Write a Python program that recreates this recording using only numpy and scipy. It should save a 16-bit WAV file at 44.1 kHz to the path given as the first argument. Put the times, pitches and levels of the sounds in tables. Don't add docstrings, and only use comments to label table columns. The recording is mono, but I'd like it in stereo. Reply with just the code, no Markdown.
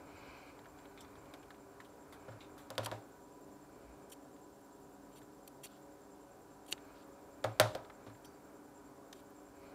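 import sys
import numpy as np
from scipy import signal
from scipy.fft import rfft, irfft, next_fast_len
from scipy.io import wavfile
from scipy.ndimage import uniform_filter1d

SR = 44100
rng = np.random.default_rng(int(sys.argv[2]) if len(sys.argv) > 2 else 0)


def log_audio(samples):
    frames = np.atleast_2d(samples).T
    limited = np.clip(frames, -1, 1)
    pcm = np.round(limited * 32767).astype(np.int16)
    wavfile.write(sys.argv[1], SR, pcm)


def makeup_ratio(level_db):
    decades = np.asarray(level_db, float) / 20
    return 10 ** decades


N = 429534


def evened(x):
    return x / np.sqrt(np.mean(x ** 2) + 1e-20)


def read(points, hz):
    f, value = np.transpose(points)
    return np.interp(np.log(hz + 1), np.log(f + 1), value)


def coloured(z, points):
    gain = makeup_ratio(read(points, np.fft.rfftfreq(len(z), 1 / SR)))
    return evened(irfft(rfft(z) * gain, len(z)))


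def add(mix, s, sound):
    part = mix[round(s * SR):][:len(sound)]
    part += sound[:len(part)]


def resonate(x, hz, width):
    return signal.lfilter(*signal.iirpeak(hz, hz / width, SR), x)


def band(x, lo_hz, hi_hz):
    edges = [lo_hz, min(hi_hz, SR / 2 - 100)]
    return signal.sosfilt(signal.butter(2, edges, "band", fs=SR, output="sos"), x)


def drift(per_s, count=N, rate=SR):
    knots = rng.standard_normal(600)
    return 1.03 * np.interp(np.arange(count) / rate * per_s, np.arange(600), knots)


# f/Hz, level/dB per Hz
SIDE_HISS_SPECTRUM = [(880, -44), (1500, -9), (1740, -9.5), (2470, -6.5), (3280, -13.5), (3950, -6.5),
                      (15500, -7)]


def side_hiss():
    z = rng.standard_normal(next_fast_len(N))
    return makeup_ratio(-85.5) * coloured(z, SIDE_HISS_SPECTRUM)[:N]


# f/Hz, level/dB per Hz
AIR_SPECTRUM = [(33, -48), (45, -16), (120, -10.5), (215, -10.5), (287, -3), (404, -7), (500, -7),
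                (988, -12.5), (1720, -21.5), (1900, -27.5), (3200, -31), (6600, -29), (9000, -30.5),
                (15500, -38.5)]


def air():
    frames, hz = N // 512 + 5, np.fft.rfftfreq(2048, 1 / SR)
    a, b, patches = rng.standard_normal((frames, 1025, 3)).T
    patches = uniform_filter1d(patches, size=20, axis=0)
    patches = evened(uniform_filter1d(patches, size=10, axis=1))
    patchy_db = 1.5 / (1 + (hz / 2500) ** 2)
    level_db = read(AIR_SPECTRUM, hz)[:, None] + patchy_db[:, None] * patches
    wash = signal.istft((a + 1j * b) * makeup_ratio(level_db), nperseg=2048, noverlap=1536)[1]
    return makeup_ratio(-61) * evened(wash[:N])


def buzz():
    turns = np.arange(N) / SR * 356
    size_db = 3.0 * rng.standard_normal(int(turns[-1]) + 1)[turns.astype(int)]
    size = makeup_ratio(size_db + 4 * (turns // 1 % 3 == 0))
    puffs = size * np.exp(-(turns % 1) / .25) * rng.standard_normal(N)
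    return makeup_ratio(-77 + 1.2 * drift(3)) * evened(band(puffs, 12200, 20000))


# f/Hz, level/dB
FAN_TONES = [(50, -79), (139.7, -75), (199.3, -73.5), (255, -74.5), (279.4, -67), (299.2, -66), (399, -67),
             (419.2, -71), (558.5, -69), (676, -76), (743.7, -73.5), (797, -77.5), (965, -73.5),
             (996, -74.5), (1497, -80), (5416, -101.5)]


def fan():
    count, rate = N // 3 + 1, SR / 3
    t = np.arange(count) / rate
    tones = np.zeros(count)
    for hz, db in FAN_TONES:
        level = makeup_ratio(db + 1.5 + 3.14 * drift(10.5, count, rate))
        tones += level * np.sin(2 * np.pi * hz * t + 1.8 * drift(7, count, rate))
    return signal.resample_poly(tones, up=3, down=1)[:N]


# t/s, lead/turns
CHIRP_LEADS = [(0.0, 0.18), (3.0, -0.024), (5.65, 0.15), (6.2, 0.38), (7.9, .35), (8.9, 0.18)]


def cricket():
    t = np.arange(N) / SR
    chirps_per_s = 9.9
    turn = (chirps_per_s * t + np.interp(t, *np.transpose(CHIRP_LEADS)) + 0.322) % 1
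    swell = (turn / 0.26) ** 2.0 * np.exp(2.0 * (1 - turn / 0.27))
    strokes = 1 + .45 * np.cos(2 * np.pi * 6 * (turn - .25))
    z = rng.standard_normal(N)
    upper = band(band(z, 7290, 7580), 7290, 7580)
    lower = band(band(z, 7000, 7260), 7000, 7260)
    wing = evened(upper + .45 * lower)
    far_echo = 0.14
    return makeup_ratio(-75.5 + 1.6 * drift(10)) * (swell * strokes + far_echo) * wing


# f/Hz, t60/s
ROOM_DECAY = [(100, 0.12), (500, 0.4), (2000, 0.29), (6000, 0.38), (15000, 0.35)]


def room(x):
    hz, t, z = signal.stft(rng.standard_normal(SR // 2), SR, nperseg=256)
    decay = makeup_ratio(-60 * t / read(ROOM_DECAY, hz)[:, None])
    tail = signal.istft(z * decay, SR, nperseg=256)[1]
    tail *= np.minimum(np.arange(len(tail)) / SR / 0.017, 1)
    return signal.fftconvolve(x, tail / np.linalg.norm(tail))[:N]


# f/Hz, width/Hz, level/dB
CLOTH_HOLLOWS = [(1684, 290, -3), (2380, 550, 2.5), (2850, 450, -7), (4100, 1500, -8)]
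# t/s, effort/dB
HAND_EFFORT = [(0.0, -8), (0.3, 0.5), (0.6, -14.5), (0.92, -10.5), (1.4, -11), (1.85, -21), (2.2, -10),
               (2.65, -12), (3.3, -29), (3.9, -12.5), (4.4, -32), (6.5, -24.5), (6.9, -14), (7.2, -22),
               (7.62, -6), (8.3, -17), (9.3, -24.5), (9.65, -12.5)]
# level at full effort/dB, slope/dB per dB of effort
EFFORT_RESPONSE = [(-63, 1.16), (-58.5, 0.45), (-62, 0.7)]
# t/s, rustle level/dB, half length/s
LANDING_JOLT = (7.65, -43, 0.032)


def slide():
    t = np.arange(N) / SR
    effort_db = np.interp(t, *np.transpose(HAND_EFFORT))
    grain = rng.standard_normal(N) * makeup_ratio(1.2 * drift(60))
    rub = np.zeros(N)
    for hz, width, db in CLOTH_HOLLOWS:
        rub += makeup_ratio(db) * resonate(resonate(grain, hz, width), hz, width)
    rustle = grain
    for _ in range(3):
        rustle = band(rustle, 160, 1750)
    rumble = band(rng.standard_normal(N), 47.7, 120)
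    layers = [evened(rub), evened(rustle), evened(rumble)]
    jolt_s, jolt_db, half_length = LANDING_JOLT
    out = makeup_ratio(jolt_db) * np.exp(-((t - jolt_s) / half_length) ** 2 * 4) * layers[1]
    for (db, share), spread_db, layer in zip(EFFORT_RESPONSE, (4.0, 1.2, 2.5), layers):
        out += makeup_ratio(db + share * effort_db) * makeup_ratio(spread_db * drift(6.1)) * layer
    return out


# t/s, level/dB, dull part level/dB
CATCHES = [(.5901, -61, 4), (.6429, -63, -11), (.6564, -61, 7), (.7871, -61, 6), (.8545, -60, -1),
           (1.047, -63, 6), (1.1543, -60, 3), (1.2565, -62, -6), (1.4287, -57, -15), (1.505, -54.5, 6),
           (1.5439, -62, -9), (1.8018, -58.5, 12), (2.3201, -69, 3), (4.363, -68, 3), (6.7775, -59, 3.5),
           (7.8471, -60, 4), (7.8989, -62.5, 15), (8.076, -68, 6), (8.098, -66, 9), (8.148, -66, 8)]
# t/s, level/dB, t60/s, dull part level/dB, bright part level/dB
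BANGLES = [
    (1.3371, -47.5, .026, -8, -10),
    (1.8457, -62, 0.097, -17, -6),
    (2.1244, -59.5, 0.13, 4, -1),
    (2.578, -63, 0.24, 1, 0.5),
    (2.7525, -54, 0.022, -2, -5),
    (5.215, -67, 0.084, 4, -3),
    (7.6244, -44, 0.044, 9, -23.5),
    (9.128, -48.5, 0.031, -1.5, -10),
]


def ticks():
    t, out = np.arange(8192) / SR, np.zeros(N)
    rows = [(s, db, 2310, .04, dull_db, -12) for s, db, dull_db in CATCHES]
    rows += [(s, db, 3300, *rest) for s, db, *rest in BANGLES]
    chance = rng.standard_normal((len(rows), len(t)))
    for (s, db, hz, t60, dull_db, bright_db), z in zip(rows, chance):
        ringing = resonate(z, hz, 900) + .5 * z
        middle = evened(band(band(ringing, 1900, 4600), 1900, 4600))
        dull = makeup_ratio(dull_db) * evened(band(z, 900, 2000))
        bright = makeup_ratio(bright_db) * evened(band(z, 5000, 15000))
        fade = makeup_ratio(db - 60 * t / max(t60, .005)) * np.minimum(t / .001, 1)
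        add(out, s, fade * (middle + dull + bright))
    return out


# t/s, level/dB, f/Hz, width/Hz, t60/s
RINGING_PARTS = [(.976, -61, 3600, 120, 0.27), (.976, -58.5, 2320, 200, 0.085), (1.007, -62, 5300, 200, .08),
                 (1.007, -59, 7700, 200, .06), (2.406, -58.5, 3700, 350, 0.21), (2.407, -59, 2370, 250, 0.2),
                 (8.249, -67, 4660, 30, .28), (8.248, -70, 5900, 30, .25), (8.248, -68, 5370, 30, .2),
                 (8.248, -72, 6250, 30, .2), (1.02, -68, 5900, 500, .15), (2.32, -61.5, 1430, 200, 0.36),
                 (2.862, -43, 980, 150, 0.17), (6.7255, -45.5, 1500, 1200, 0.043),
                 (7.443, -48.5, 1421, 700, 0.1), (7.752, -47, 640, 298, 0.058),
                 (1.802, -54, 1400, 500, 0.094), (2.283, -55, 250, 200, 0.19),
                 (6.7255, -48.5, 250, 300, 0.09), (8.066, -53, 250, 250, 0.19), (1.339, -51, 500, 500, 0.1),
                 (2.83, -50, 1100, 900, .12),
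                 (9.1275, -48.5, 5700, 1800, .03),
    (7.7505, -44, 4100, 1400, 0.026),
    (2.7805, -33, 3400, 900, .022),
    (7.6, -27, 1500, 410, 0.082),
    (6.7255, -40, 4400, 700, .025),
    (2.785, -47, 280, 250, .4),
    (2.92, -48, 280, 250, .25),
    (7.445, -45, 320, 250, .2),
    (7.4425, -45, 3600, 1400, .03),
]


def pings():
    t, out = np.arange(8192) / SR, np.zeros(N)
    parts = RINGING_PARTS
    chance = rng.standard_normal((len(parts), 2 * len(t)))
    for (s, db, hz, width, t60), z in zip(parts, chance):
        ring = resonate(z, hz, width)[len(t):]
        add(out, s, makeup_ratio(db - 60 * t / t60) * evened(ring))
    return out


# t/s, crack level/dB, board level/dB, thump level/dB, rattle level/dB
TABLE_KNOCKS = [
    (2.281, -66, -43.5, -57.5, -80),
    (2.7035, -38.5, -37.5, -63, -45),
    (2.7802, -21, -28.5, -49.5, -43),
    (2.8603, -29, -40, -59, -59),
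    (2.915, -31.5, -32.5, -55.5, -51),
    (7.442, -26.5, -25.5, -47.5, -44.5),
    (7.5988, -8, -17, -41, -21),
    (7.7508, -31, -32.5, -66.5, -50.5),
    (8.0644, -56, -50, -60.5, -77),
]
# f/Hz, t60/s
TOP_BOUNCE = (111, 0.56)
# t/s, level/dB, f/Hz, length/s
KNEE_BUMP = (3.835, -58, 58, .12)


def thumps():
    t, out = np.arange(SR // 4) / SR, np.zeros(N)
    bounce_hz, bounce_t60 = TOP_BOUNCE
    rise = 1 - np.exp(-(t / 0.017) ** 3)
    caught = 1 + np.exp((t - .098) / .006)
    swing = rise * makeup_ratio(-60 * t / bounce_t60) / caught
    for s, _, _, thump_db, _ in TABLE_KNOCKS:
        add(out, s, makeup_ratio(thump_db + 11.0) * swing * np.sin(2 * np.pi * bounce_hz * t))
    s, db, hz, length = KNEE_BUMP
    lean = np.sin(np.pi * np.minimum(t / length, 1))
    add(out, s, makeup_ratio(db) * lean * np.sin(2 * np.pi * hz * t))
    return out


def rattles():
    t, out = np.arange(8192) / SR, np.zeros(N)
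    chance = rng.standard_normal((len(TABLE_KNOCKS), len(t)))
    for (s, *_, rattle_db), z in zip(TABLE_KNOCKS, chance):
        chatter = makeup_ratio(-60 * t / 0.02) * evened(band(z, 2200, 15000))
        shiver = makeup_ratio(-24.5 - 60 * t / 0.37) * evened(band(z, 1200, 7800))
        add(out, s, makeup_ratio(rattle_db) * (chatter + shiver))
    return out


# f/Hz, level/dB per Hz
CRACK_SPECTRUM = [(350, -13), (600, -2), (1530, 4), (2540, -4.5), (3630, 4), (7210, -20.5), (12000, -18),
                  (14300, -48), (16000, -31.5)]
# f/Hz, level/dB, t60/s
BOARD_MODES = [(313, -20, 0.35), (545, -1, 0.15), (612.5, -2.5, 0.16), (805, -17, 0.044), (952, -13, 0.16),
               (1050, -18, 0.047), (1417, -9, 0.072), (1670, -12.5, .06), (1910, -17.5, 0.031)]
# f/Hz, level/dB per Hz
GRAIN_SPECTRUM = [(88, -40.5), (150, -4), (243, -18.5), (617, -6), (682, -3), (779, -0.5), (861, -12),
                  (967, -8), (3000, -29.5), (8000, -44), (10400, -67), (17600, -120)]


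def knocks():
    t, out = np.arange(SR // 3) / SR, np.zeros(N)
    log_gain = read(CRACK_SPECTRUM, abs(np.fft.fftfreq(2048, 1 / SR))) * np.log(10) / 20
    crack = -np.fft.ifft(np.exp(signal.hilbert(log_gain).conj())).real[:1024]
    crack /= abs(crack).max()
    rested = 1 - .6 / (1 + np.exp(-(t - .016) / .0015))
    fill = 1 - np.exp(-(t / 0.003) ** 2)
    chance = rng.standard_normal((len(TABLE_KNOCKS), 3, len(t)))
    for (s, crack_db, board_db, thump_db, _), (spot, detune, z) in zip(TABLE_KNOCKS, chance):
        add(out, s, makeup_ratio(crack_db + 1.5) * crack)
        ring = np.clip(1.21 + .015 * (thump_db - board_db), .5, 1)
        modes = np.zeros(len(t))
        for (hz, db, t60), a, b in zip(BOARD_MODES, spot, detune):
            level = makeup_ratio(db + 2.0 * a - 60 * t / (ring * t60))
            modes += level * np.sin(2 * np.pi * hz * (1 + 0.0062 * b) * t)
        dense_fade = makeup_ratio(-1.0 - 60 * t / (ring * 0.047)) + makeup_ratio(-12 - 60 * t / (ring * 0.34))
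        dense = coloured(z, GRAIN_SPECTRUM) * dense_fade
        add(out, s, makeup_ratio(board_db - 2.5) * (rested * modes + dense) * fill)
    return out


# t/s, level/dB, shrillness/dB, length/s, strongest ring f/Hz
BLADE_STROKES = [(1.005, -64, 0, .014, 4960), (2.829, -56, -4, .024, 3920), (2.845, -51.5, 6, 0.0066, 4100),
                 (2.859, -36.5, -3.5, 0.0037, 4750), (4.096, -72, 11, 0.011, 3240),
                 (4.115, -59, 6, .02, 3140), (5.114, -72, -6, .026, 3180), (5.15, -66.5, 1.5, .042, 3740),
                 (5.475, -56, 3, 0.0053, 3240), (5.632, -53.5, 3, 0.026, 2800),
                 (5.659, -61, -6, .014, 3700), (5.672, -73, -9, .11, 3300), (6.662, -67, 3, .0054, 3860),
                 (6.676, -62.5, 2, .027, 3090), (6.707, -57, 4, 0.016, 2870),
                 (6.718, -51, 4.5, 0.0093, 2950), (6.933, -71, -12, .1, 2490),
                 (7.607, -39.5, -4, 0.0081, 3380), (8.245, -62.5, 1, .013, 4800),
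                 (9.138, -71, -2, .07, 2700)]
# f/Hz, width/Hz, level/dB
BLADE_MODES = [(2800, 130, -24.5), (3240, 180, -2), (3720, 200, -8), (4420, 150, -1), (5830, 200, 3.5),
               (7290, 210, 2), (8800, 360, 2), (10000, 100, -6.5), (13100, 400, 2.5)]
# t/s, level/dB
SHUT_SNAP = (6.7255, -23)
# f/Hz, width/Hz, level/dB
SHUT_MODES = [(2890, 157, 1), (3780, 114, -6), (4130, 250, -1.5), (6500, 140, -8.5), (7000, 95, -11.5),
              (7900, 95, -12.5), (8700, 210, -24), (10670, 330, -7)]


def blades():
    t, out = np.arange(8192) / SR, np.zeros(N)
    chance = rng.standard_normal((len(BLADE_STROKES), 2 + len(BLADE_MODES), len(t)))
    for (s, db, shrill_db, length, ring_hz), (z, size, *travel) in zip(BLADE_STROKES, chance):
        slips = z * makeup_ratio(3.4 * size)
        grip = 5 * evened(uniform_filter1d(np.array(travel), size=300, axis=1))
        rings = [makeup_ratio(mode_db + grip_db) * resonate(slips, hz, width)
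                 for (hz, width, mode_db), grip_db in zip(BLADE_MODES, grip)]
        loose = .3 + 15 * length
        strongest = 1.05 * resonate(slips, ring_hz, 150)
        low = evened(sum(rings[:4]) + strongest + loose * band(slips, 2200, 5200))
        high = evened(sum(rings[4:]) + band(slips, 5000, 12000))
        swell = np.minimum(t / max(0.27 * length, .0005), 1)
        stroke = swell * makeup_ratio(-60 * np.maximum(t - length, 0) / 0.019)
        add(out, s, makeup_ratio(db) * stroke * (low + makeup_ratio(shrill_db) * high))
    shut = np.zeros(len(t))
    for hz, width, db in SHUT_MODES:
        shut += makeup_ratio(db) * np.exp(-np.pi * 1.2 * width * t) * np.sin(2 * np.pi * hz * t)
    snap_s, snap_db = SHUT_SNAP
    add(out, snap_s, makeup_ratio(snap_db) * shut * np.minimum(t / 0.00074, 1))
    return out


def scene():
    background = air() + buzz() + fan() + cricket()
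    table = knocks()
    held = ticks() + pings() + rattles() + blades()
    echo = room(makeup_ratio(-12.0) * table + makeup_ratio(-35) * held)
    mid = background + slide() + thumps() + echo + held + table
    return np.array([mid, mid])


def roll_off(x):
    return signal.sosfilt(signal.butter(12, 16550, fs=SR, output="sos"), x)


def record(dry):
    side = side_hiss()
    limit = signal.firwin(201, 15620, window=("kaiser", 3), fs=SR)
    mix = signal.oaconvolve(dry + [side, -side], limit[None], "same")
    return roll_off(mix)


dry = scene()
out = record(dry)
log_audio(out)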